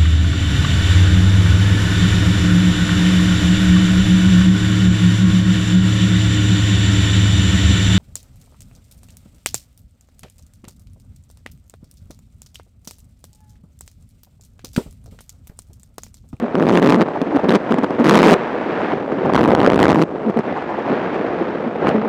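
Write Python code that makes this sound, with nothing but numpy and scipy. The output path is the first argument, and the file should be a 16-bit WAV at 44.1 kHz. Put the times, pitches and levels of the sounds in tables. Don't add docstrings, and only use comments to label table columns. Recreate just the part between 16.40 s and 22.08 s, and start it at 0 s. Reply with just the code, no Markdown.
import sys
import numpy as np
from scipy import signal
from scipy.fft import rfft, irfft
from scipy.io import wavfile
from scipy.ndimage import uniform_filter1d

SR = 44100
rng = np.random.default_rng(int(sys.argv[2]) if len(sys.argv) > 2 else 0)


def unload_wav(signal):
    wavfile.write(
        sys.argv[1],
        SR,
        np.round(np.clip(np.atleast_2d(signal).T, -1, 1) * 32767).astype(np.int16),
    )


N = 250488

# (onset [s], crack strength [dB], chatter of the diaphragm [dB])
AIR_SLAPS = [(0.1526, -22, -3.5), (0.1977, -23.5, -20), (0.2244, -17.5, -30), (0.267, -18.5, -11),
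             (0.2876, -14, -5), (0.2941, -17, -18), (0.3117, -24, -10), (0.354, -18, -7), (0.3720, -7, 9),
             (0.4255, -13.5, -16), (0.445, -7, -16), (0.4599, -12, -13), (0.4655, -17, -12),
             (0.4729, -5.5, -21), (0.4891, -14.5, -2), (0.496, -5, -9), (0.5029, -10, -14),
             (0.522, -15.5, 2.5), (0.5437, -20, -8), (0.609, -19, -23), (0.615, -10.5, 2.5),
             (0.815, -17, -12), (0.97, -27, -22), (1.0867, -12, -17), (1.0921, -9.5, -18),
             (1.105, -14, -12), (1.1185, -20, -13), (1.1488, -15, -17), (1.154, -6, -3),
             (1.1589, -17.5, -13), (1.3216, -18, -25), (1.3415, -18, -12), (1.4426, -21.5, -7),
             (1.5058, -21, -9), (1.6555, -15, -13), (1.668, -16, -15), (1.6878, -6, -8), (1.6941, -1, 13),
             (1.7089, -16, 4), (1.7381, -15, -9), (1.7488, -6, 1), (1.7537, -11, 12.5), (1.7732, -7, -14),
             (1.789, -10, 2), (1.806, -13, -5), (1.8181, -11.5, -3), (1.8286, -15, 9), (1.8525, -11, -10),
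             (1.8708, -11, 4), (1.9088, -7, 6), (1.9167, -16, 6), (1.933, -11, -1), (1.938, -11.5, 9),
             (2.935, -14, -18), (2.946, -16, -2), (2.9527, -13.5, 6), (2.961, -12, 0.5), (2.976, -24, 0),
             (2.9913, -16, -3), (3.008, -12, -5), (3.0137, -16, -10), (3.031, -13, -12), (3.0387, -18, -10),
             (3.0479, -16, -2), (3.0571, -23, -5), (3.076, -10, -1), (3.0871, -22, -20), (3.105, -19, -10),
             (3.1164, -16, 0), (3.1491, -11.5, 1), (3.1623, -38, -19), (3.2015, -16, -26),
             (3.2143, -19, -12), (3.23, -17, -5), (3.2449, -16, 0.5), (3.2618, -17, 2), (3.2731, -17, -2),
             (3.2996, -15, -2), (3.3188, -20, -6), (3.3325, -16, 1), (3.3428, -17, -14), (3.358, -13, -12),
             (3.3762, -15, -8), (3.3905, -11, 0.5), (3.4008, -8, -11), (3.4095, -15, -4), (3.417, -19, -14),
             (3.4279, -3.5, 3), (3.4383, -19, 4), (3.4447, -12, -17), (3.4541, -11, 1), (3.466, -18, -2),
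             (3.4806, -16, 2), (3.4911, -13, -1), (3.4993, -15, 1.5), (3.5054, -9, -10), (3.517, -15, -0.5),
             (3.528, -17, -22), (3.5445, -14, -12), (3.557, -18, -1.5), (3.5926, -22, -12),
             (3.6159, -12, -3), (3.6222, -11.5, -19), (3.9712, -20.5, -8.5), (3.9887, -24.5, -20),
             (5.4692, -25, -3), (5.478, -28, -14), (5.4841, -20, -24), (5.4898, -18, -22),
             (5.4996, -25, -14)]
# (frequency [Hz], relative level [dB])
CRACKLE_SPECTRUM = [(200, -15), (500, -2), (900, 10.5), (1500, -3), (3000, -9), (6000, -21), (10000, -28.5),
                    (15000, -31.5)]
SLAP_RISE_S = 0.001261
STOP = 0.58


def gusts(ramp_s=0.0045, clear_s=0.004, max_eddies=160):
    # (start [s], end [s], first strength [dB], last strength [dB],
    # eddy rate [Hz], irregularity [0-1])
    gust_list = [ (0.026, 0.052, 1.5, -10, 228.5, 0.04), (0.146, 0.398, 1, 6, 168.2, 0.15),
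                 (0.398, 0.413, -8, -6, 180, 0.03), (0.42, 0.562, 6.5, 5, 165.3, 0.14),
                 (0.572, 0.63, 0, 8, 212.5, 0.06), (0.809, 0.829, -11, -0.5, 271, 0.15),
                 (0.866, 0.944, -13.5, -10.5, 261.4, 0.33), (0.946, 0.976, 0.5, 6, 281.5, 0.07),
                 (1.035, 1.078, 1.5, -7.5, 239.3, 0.28), (1.088, 1.125, 3.5, 6, 208.4, 0.15),
                 (1.136, 1.167, 5.5, 5, 203, 0.21), (1.309, 1.35, 5.5, -3, 232.4, 0.07),
                 (1.385, 1.402, 6.5, -6, 259, 0), (1.4335, 1.445, 6, 2.5, 212, 0.07),
                 (1.593, 1.628, 5, 0, 245, 0.13), (1.644, 1.942, 8, 12.5, 197.3, 0.11),
                 (2.525, 2.544, -7.5, -4, 366, 0.2), (2.713, 2.777, -7.5, -12.5, 267.4, 0.15),
                 (2.85, 2.93, -3.5, -4, 129.6, 0.37), (2.936, 3.548, 1.5, 0.5, 144.7, 0.45),
                 (3.550, 3.639, 3, 5.5, 162.5, 0.06), (3.861, 3.903, -6, 3, 222.4, 0.07),
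                 (3.964, 3.998, -4, 4, 223, 0.08), (4.07, 4.136, -13.5, -7, 129.4, 0.48),
                 (4.484, 4.54, -12, -6, 194, 0.43), (5.013, 5.029, -9, -10, 264, 0.26),
                 (5.265, 5.289, -4.5, -15, 240, 0.03), (5.435, 5.509, -8, -2, 201, 0.49),
                 (5.55, 5.665, 1.5, -21, 216, 0.11)]
    t = np.arange(N) / SR
    load, eddies, churn = np.zeros((3, N))
    slap_tops = np.array(AIR_SLAPS)[:, 0] + SLAP_RISE_S
    for start, end, first_db, last_db, rate_hz, irregular in gust_list:
        span, strength_db = [start, end], [first_db, last_db]
        gaps = (1 + irregular * (rng.exponential(1, max_eddies) - 1)) / rate_hz
        times = start + np.cumsum(gaps) - gaps[0]
        scatter_db = (1.08 + irregular) * rng.standard_normal(max_eddies)
        heights = from_db(np.interp(times, span, strength_db) + scatter_db)
        width_ms = 0.94 * np.exp(-2.1 * irregular)
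        front = np.interp(max(strength_db), [-7, -1], [1, 0.6])
        passing = (times < end) & (np.abs(times[:, None] - slap_tops).min(axis=1) > clear_s)
        eddies += humps(times[passing], heights[passing], width_ms, front)
        fade = np.clip(np.minimum(t - start, end - t) / ramp_s + 1, 0, 1)
        lean = from_db(-2 + 0.86 * np.interp(t, span, strength_db)) * fade ** 2
        load = np.maximum(load, lean)
        churn += (irregular * lean) ** 2
    return load, eddies, churn


def slaps(load, chatter_hz=881.6, wander_oct=0.3, crack_lag_s=0.0001, bounce_lag_s=0.00041):
    onsets, crack_db, chatter_db = np.transpose(AIR_SLAPS)
    tops = onsets + SLAP_RISE_S
    pinned = np.maximum(np.interp(tops * SR, np.arange(N), load) - STOP, 0)
    push = humps(tops, 1.5 * pinned + from_db(17.5 + 0.89 * crack_db), width_ms=0.44, front=0.47)
    bursts = humps(tops + crack_lag_s, from_db(10.5 + 1.16 * crack_db), width_ms=0.48, front=0.78)
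    bounces = humps(tops + bounce_lag_s, from_db(chatter_db), width_ms=0.87, front=0.45)
    pitch_hz = chatter_hz * 2 ** (wander_oct * drift(rate_hz=40))
    chatter = bounces * (0.19 + np.sin(2 * np.pi * np.cumsum(pitch_hz) / SR))
    return push, bursts * coloured_noise(CRACKLE_SPECTRUM) + chatter


def eddy_breakup(load, eddies, churn):
    threshold = 0.7 / (1 + 1.8 * churn)
    overshoot = uniform_filter1d(np.maximum(eddies - threshold, 0), size=110)
    calm_share = 0.39 * np.minimum(load / 1.24, 1) ** 2.1
    broken_share = np.minimum(calm_share + 4 * churn, 1)
    gain = from_db(-8 + 2 * drift(rate_hz=86))
    return gain * overshoot * broken_share * coloured_noise(CRACKLE_SPECTRUM)


def diaphragm(pressure, hardness_out=3.16, hardness_in=2.16):
    hardness = np.where(pressure > 0, hardness_out, hardness_in)
    return pressure / (1 + np.abs(pressure / STOP) ** hardness) ** (1 / hardness)


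def vent(sound, centre_hz=102, cut_db=-3.5):
    bass = signal.lfilter(*signal.iirpeak(centre_hz, Q=1.46, fs=SR), sound)
    return sound + (from_db(cut_db) - 1) * bass


def airstream(load, smoothing_s=0.018):
    # (time [s], base rush level [dB], base hiss level [dB])
    air_levels = [(0, -25.5, -37.5), (0.5, -24, -35.5), (0.7, -24, -36.5), (1.0, -25.5, -33.5),
                  (1.22, -23.5, -34), (1.5, -22.5, -35), (1.93, -23, -28), (2.2, -21.5, -30),
                  (2.37, -22, -28), (2.52, -20.5, -26.5), (2.65, -24.5, -37), (2.8, -20, -33),
                  (2.89, -22.5, -31), (2.98, -20, -31.5), (3.52, -19, -33), (3.65, -26.5, -42),
                  (3.76, -24, -39.5), (3.97, -24.5, -37), (4.03, -31.5, -37), (4.08, -21, -30.5),
                  (4.25, -27.5, -32.5), (4.33, -24.5, -33), (4.43, -23.5, -30.5), (4.52, -20.5, -28),
                  (4.62, -21, -28.5), (4.75, -19.5, -30), (5.15, -22.5, -32.5), (5.37, -23.5, -35.5),
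                  (5.43, -16.5, -29), (5.49, -14.5, -24), (5.6, -25, -36), (5.68, -16.5, -32.5)]
    # (frequency [Hz], relative level [dB])
    rush_spectrum = [(25, -17), (60, -16), (110, 6), (200, 5.5), (300, 5.5), (500, 4), (800, -4.5),
                     (1400, -14.5), (3000, -71), (10000, -102)]
    # (frequency [Hz], relative level [dB])
    hiss_spectrum = [(300, -7), (700, 5.5), (1100, 1), (1700, -1.5), (2500, -9.5), (4000, -22), (6000, -34),
                     (9000, -48), (15000, -60.5)]
    rush_db, hiss_db = in_time(air_levels)
    swell = uniform_filter1d(load, size=int(smoothing_s * SR))
    lull_db = np.clip(-31.5 - hiss_db, 0, 4)
    flicker_db = (2 + 0.33 * lull_db) * drift(rate_hz=235)
    rush = from_db(rush_db - 0.5 + 9 * swell + flicker_db) * coloured_noise(rush_spectrum)
    hiss = from_db(hiss_db + 2 + 7 * swell + 0.93 * flicker_db) * coloured_noise(hiss_spectrum)
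    return rush + hiss


def flurries(band_oct=0.81):
    # (time of the top [s], half length [ms], level [dB], centre [Hz])
    flurry_rows = [(0.061, 4.9, -28, 795), (0.3743, 0.91, -12, 1750), (0.616, 1.5, -20, 1100),
                   (0.632, 4.5, -16, 400), (0.687, 1.8, -18, 720), (0.717, 3.5, -26, 790),
                   (0.760, 5.5, -18.5, 750), (0.925, 6.4, -22, 650), (0.998, 3.8, -17.5, 650),
                   (1.045, 2.6, -16, 790), (1.0934, 0.83, -15.5, 2770), (1.295, 2.7, -17, 840),
                   (1.956, 10.6, -15, 500), (2.409, 4.9, -22, 730), (2.422, 3.4, -31, 746),
                   (2.533, 4.7, -24, 750), (2.721, 2, -22, 990), (2.859, 5, -15.5, 704), (2.899, 3.5, -14, 840),
                   (3.135, 3.3, -7.5, 480), (3.276, 3.6, -6, 500), (3.456, 2, -13.5, 1510), (3.712, 3, -29, 694),
                   (3.762, 2.2, -31, 750), (4.175, 7.8, -21, 826), (4.224, 3, -21, 696), (4.305, 12, -22.5, 680),
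                   (4.345, 3, -20.5, 750), (4.390, 6, -19, 646), (4.481, 5, -19.5, 745), (4.499, 3, -18, 704),
                   (4.748, 14, -35, 1970), (5.478, 10, -27, 1720)]
    out, t = np.zeros(N), np.arange(N) / SR
    edges = 2 ** (band_oct * np.array([-.5, .5]))
    for top, half_ms, level_db, centre_hz in flurry_rows:
        near = np.abs(t - top) < .06
        shape = np.exp(-.5 * ((t[near] - top) * 1000 / half_ms) ** 2)
        band = signal.butter(2, centre_hz * edges, "band", fs=SR, output="sos")
        flutter = shape * signal.sosfilt(band, rng.standard_normal(8192)[:len(shape)])
        out[near] += from_db(level_db) * rms_one(flutter) * np.sqrt(np.mean(shape ** 2))
    return out


def swirls(churn):
    # (frequency [Hz], relative level [dB])
    rumble_spectrum = [(15, 13), (35, 2.5), (75, -3), (120, -10), (250, -32), (1000, -100)]
    return (from_db(-17) + from_db(14) * churn) * coloured_noise(rumble_spectrum)


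def tearing(load):
    # (frequency [Hz], relative level [dB])
    tear_spectrum = [(600, -22.5), (1500, -4), (2700, 1.5), (4500, -8), (8000, -17), (15000, -27.5)]
    pressing = np.maximum(uniform_filter1d(load, size=300), 0)
    return from_db(-52.5) * pressing ** 2.13 * coloured_noise(tear_spectrum)


def thin_hiss():
    # (time [s], level [dB])
    levels = [(0, -64), (0.9, -61), (1.5, -60), (2.6, -63), (3.8, -63), (4.4, -67), (5.68, -67)]
    # (frequency [Hz], relative level [dB])
    spectrum = [(2000, -4.5), (5000, -5), (8000, -9.5), (11000, -24.5), (15000, -44)]
    return from_db(in_time(levels)[0]) * coloured_noise(spectrum)


def humps(times, heights, width_ms, front):
    out, sigma = np.zeros(N), width_ms * SR / 1000
    for top, height in zip(times * SR, heights):
        near = np.arange(max(int(top - 6 * sigma), 0), min(int(top + 6 * sigma), N))
        flank = sigma * np.where(near < top, front, 2 - front)
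        out[near] += height * np.exp(-.5 * ((near - top) / flank) ** 2)
    return out


def coloured_noise(spectrum):
    hz, level_db = np.transpose(spectrum)
    bins_hz = np.maximum(np.fft.rfftfreq(N, 1 / SR), 1)
    gain = from_db(np.interp(np.log(bins_hz), np.log(hz), level_db))
    return rms_one(irfft(rfft(rng.standard_normal(N)) * gain, N))


def drift(rate_hz):
    hz = np.fft.rfftfreq(N, 1 / SR)
    return rms_one(irfft(rfft(rng.standard_normal(N)) / (1 + (hz / rate_hz) ** 4), N))


def in_time(rows):
    times, *columns = np.transpose(rows)
    return [np.interp(np.arange(N) / SR, times, column) for column in columns]


def from_db(db):
    return 10 ** (np.asarray(db) / 20)


def rms_one(x):
    return x / np.sqrt(np.mean(x ** 2) + 1e-20)


def scene():
    load, eddies, churn = gusts()
    push, crackle = slaps(load)
    wake = eddy_breakup(load, eddies, churn)
    air = airstream(load) + thin_hiss()
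    leak = 0.19 / (1 + 0.037 * load)
    pressure = (1 - leak) * air + np.maximum(eddies, push) + wake + crackle - load
    buffeting = vent(diaphragm(pressure))
    return (buffeting + leak * air + flurries() + swirls(churn) + tearing(load))[None]


def record(dry):
    capsule_band_hz, top_hz = [65, 9300], 15800
    low_cut_hz, low_cut_q = 227, 0.91
    w = 2 * np.pi * low_cut_hz
    low_cut = signal.bilinear([1, 0, 0], [1, w / low_cut_q, w * w], SR)
    capsule = signal.butter(1, capsule_band_hz, "band", fs=SR)
    top_cut = signal.ellip(10, .1, 70, top_hz, fs=SR, output="sos")
    sound = from_db(-0.26) * signal.lfilter(*low_cut, signal.lfilter(*capsule, dry))
    return signal.sosfilt(top_cut, np.clip(sound, -1, 1))


dry = scene()
out = record(dry)
unload_wav(out)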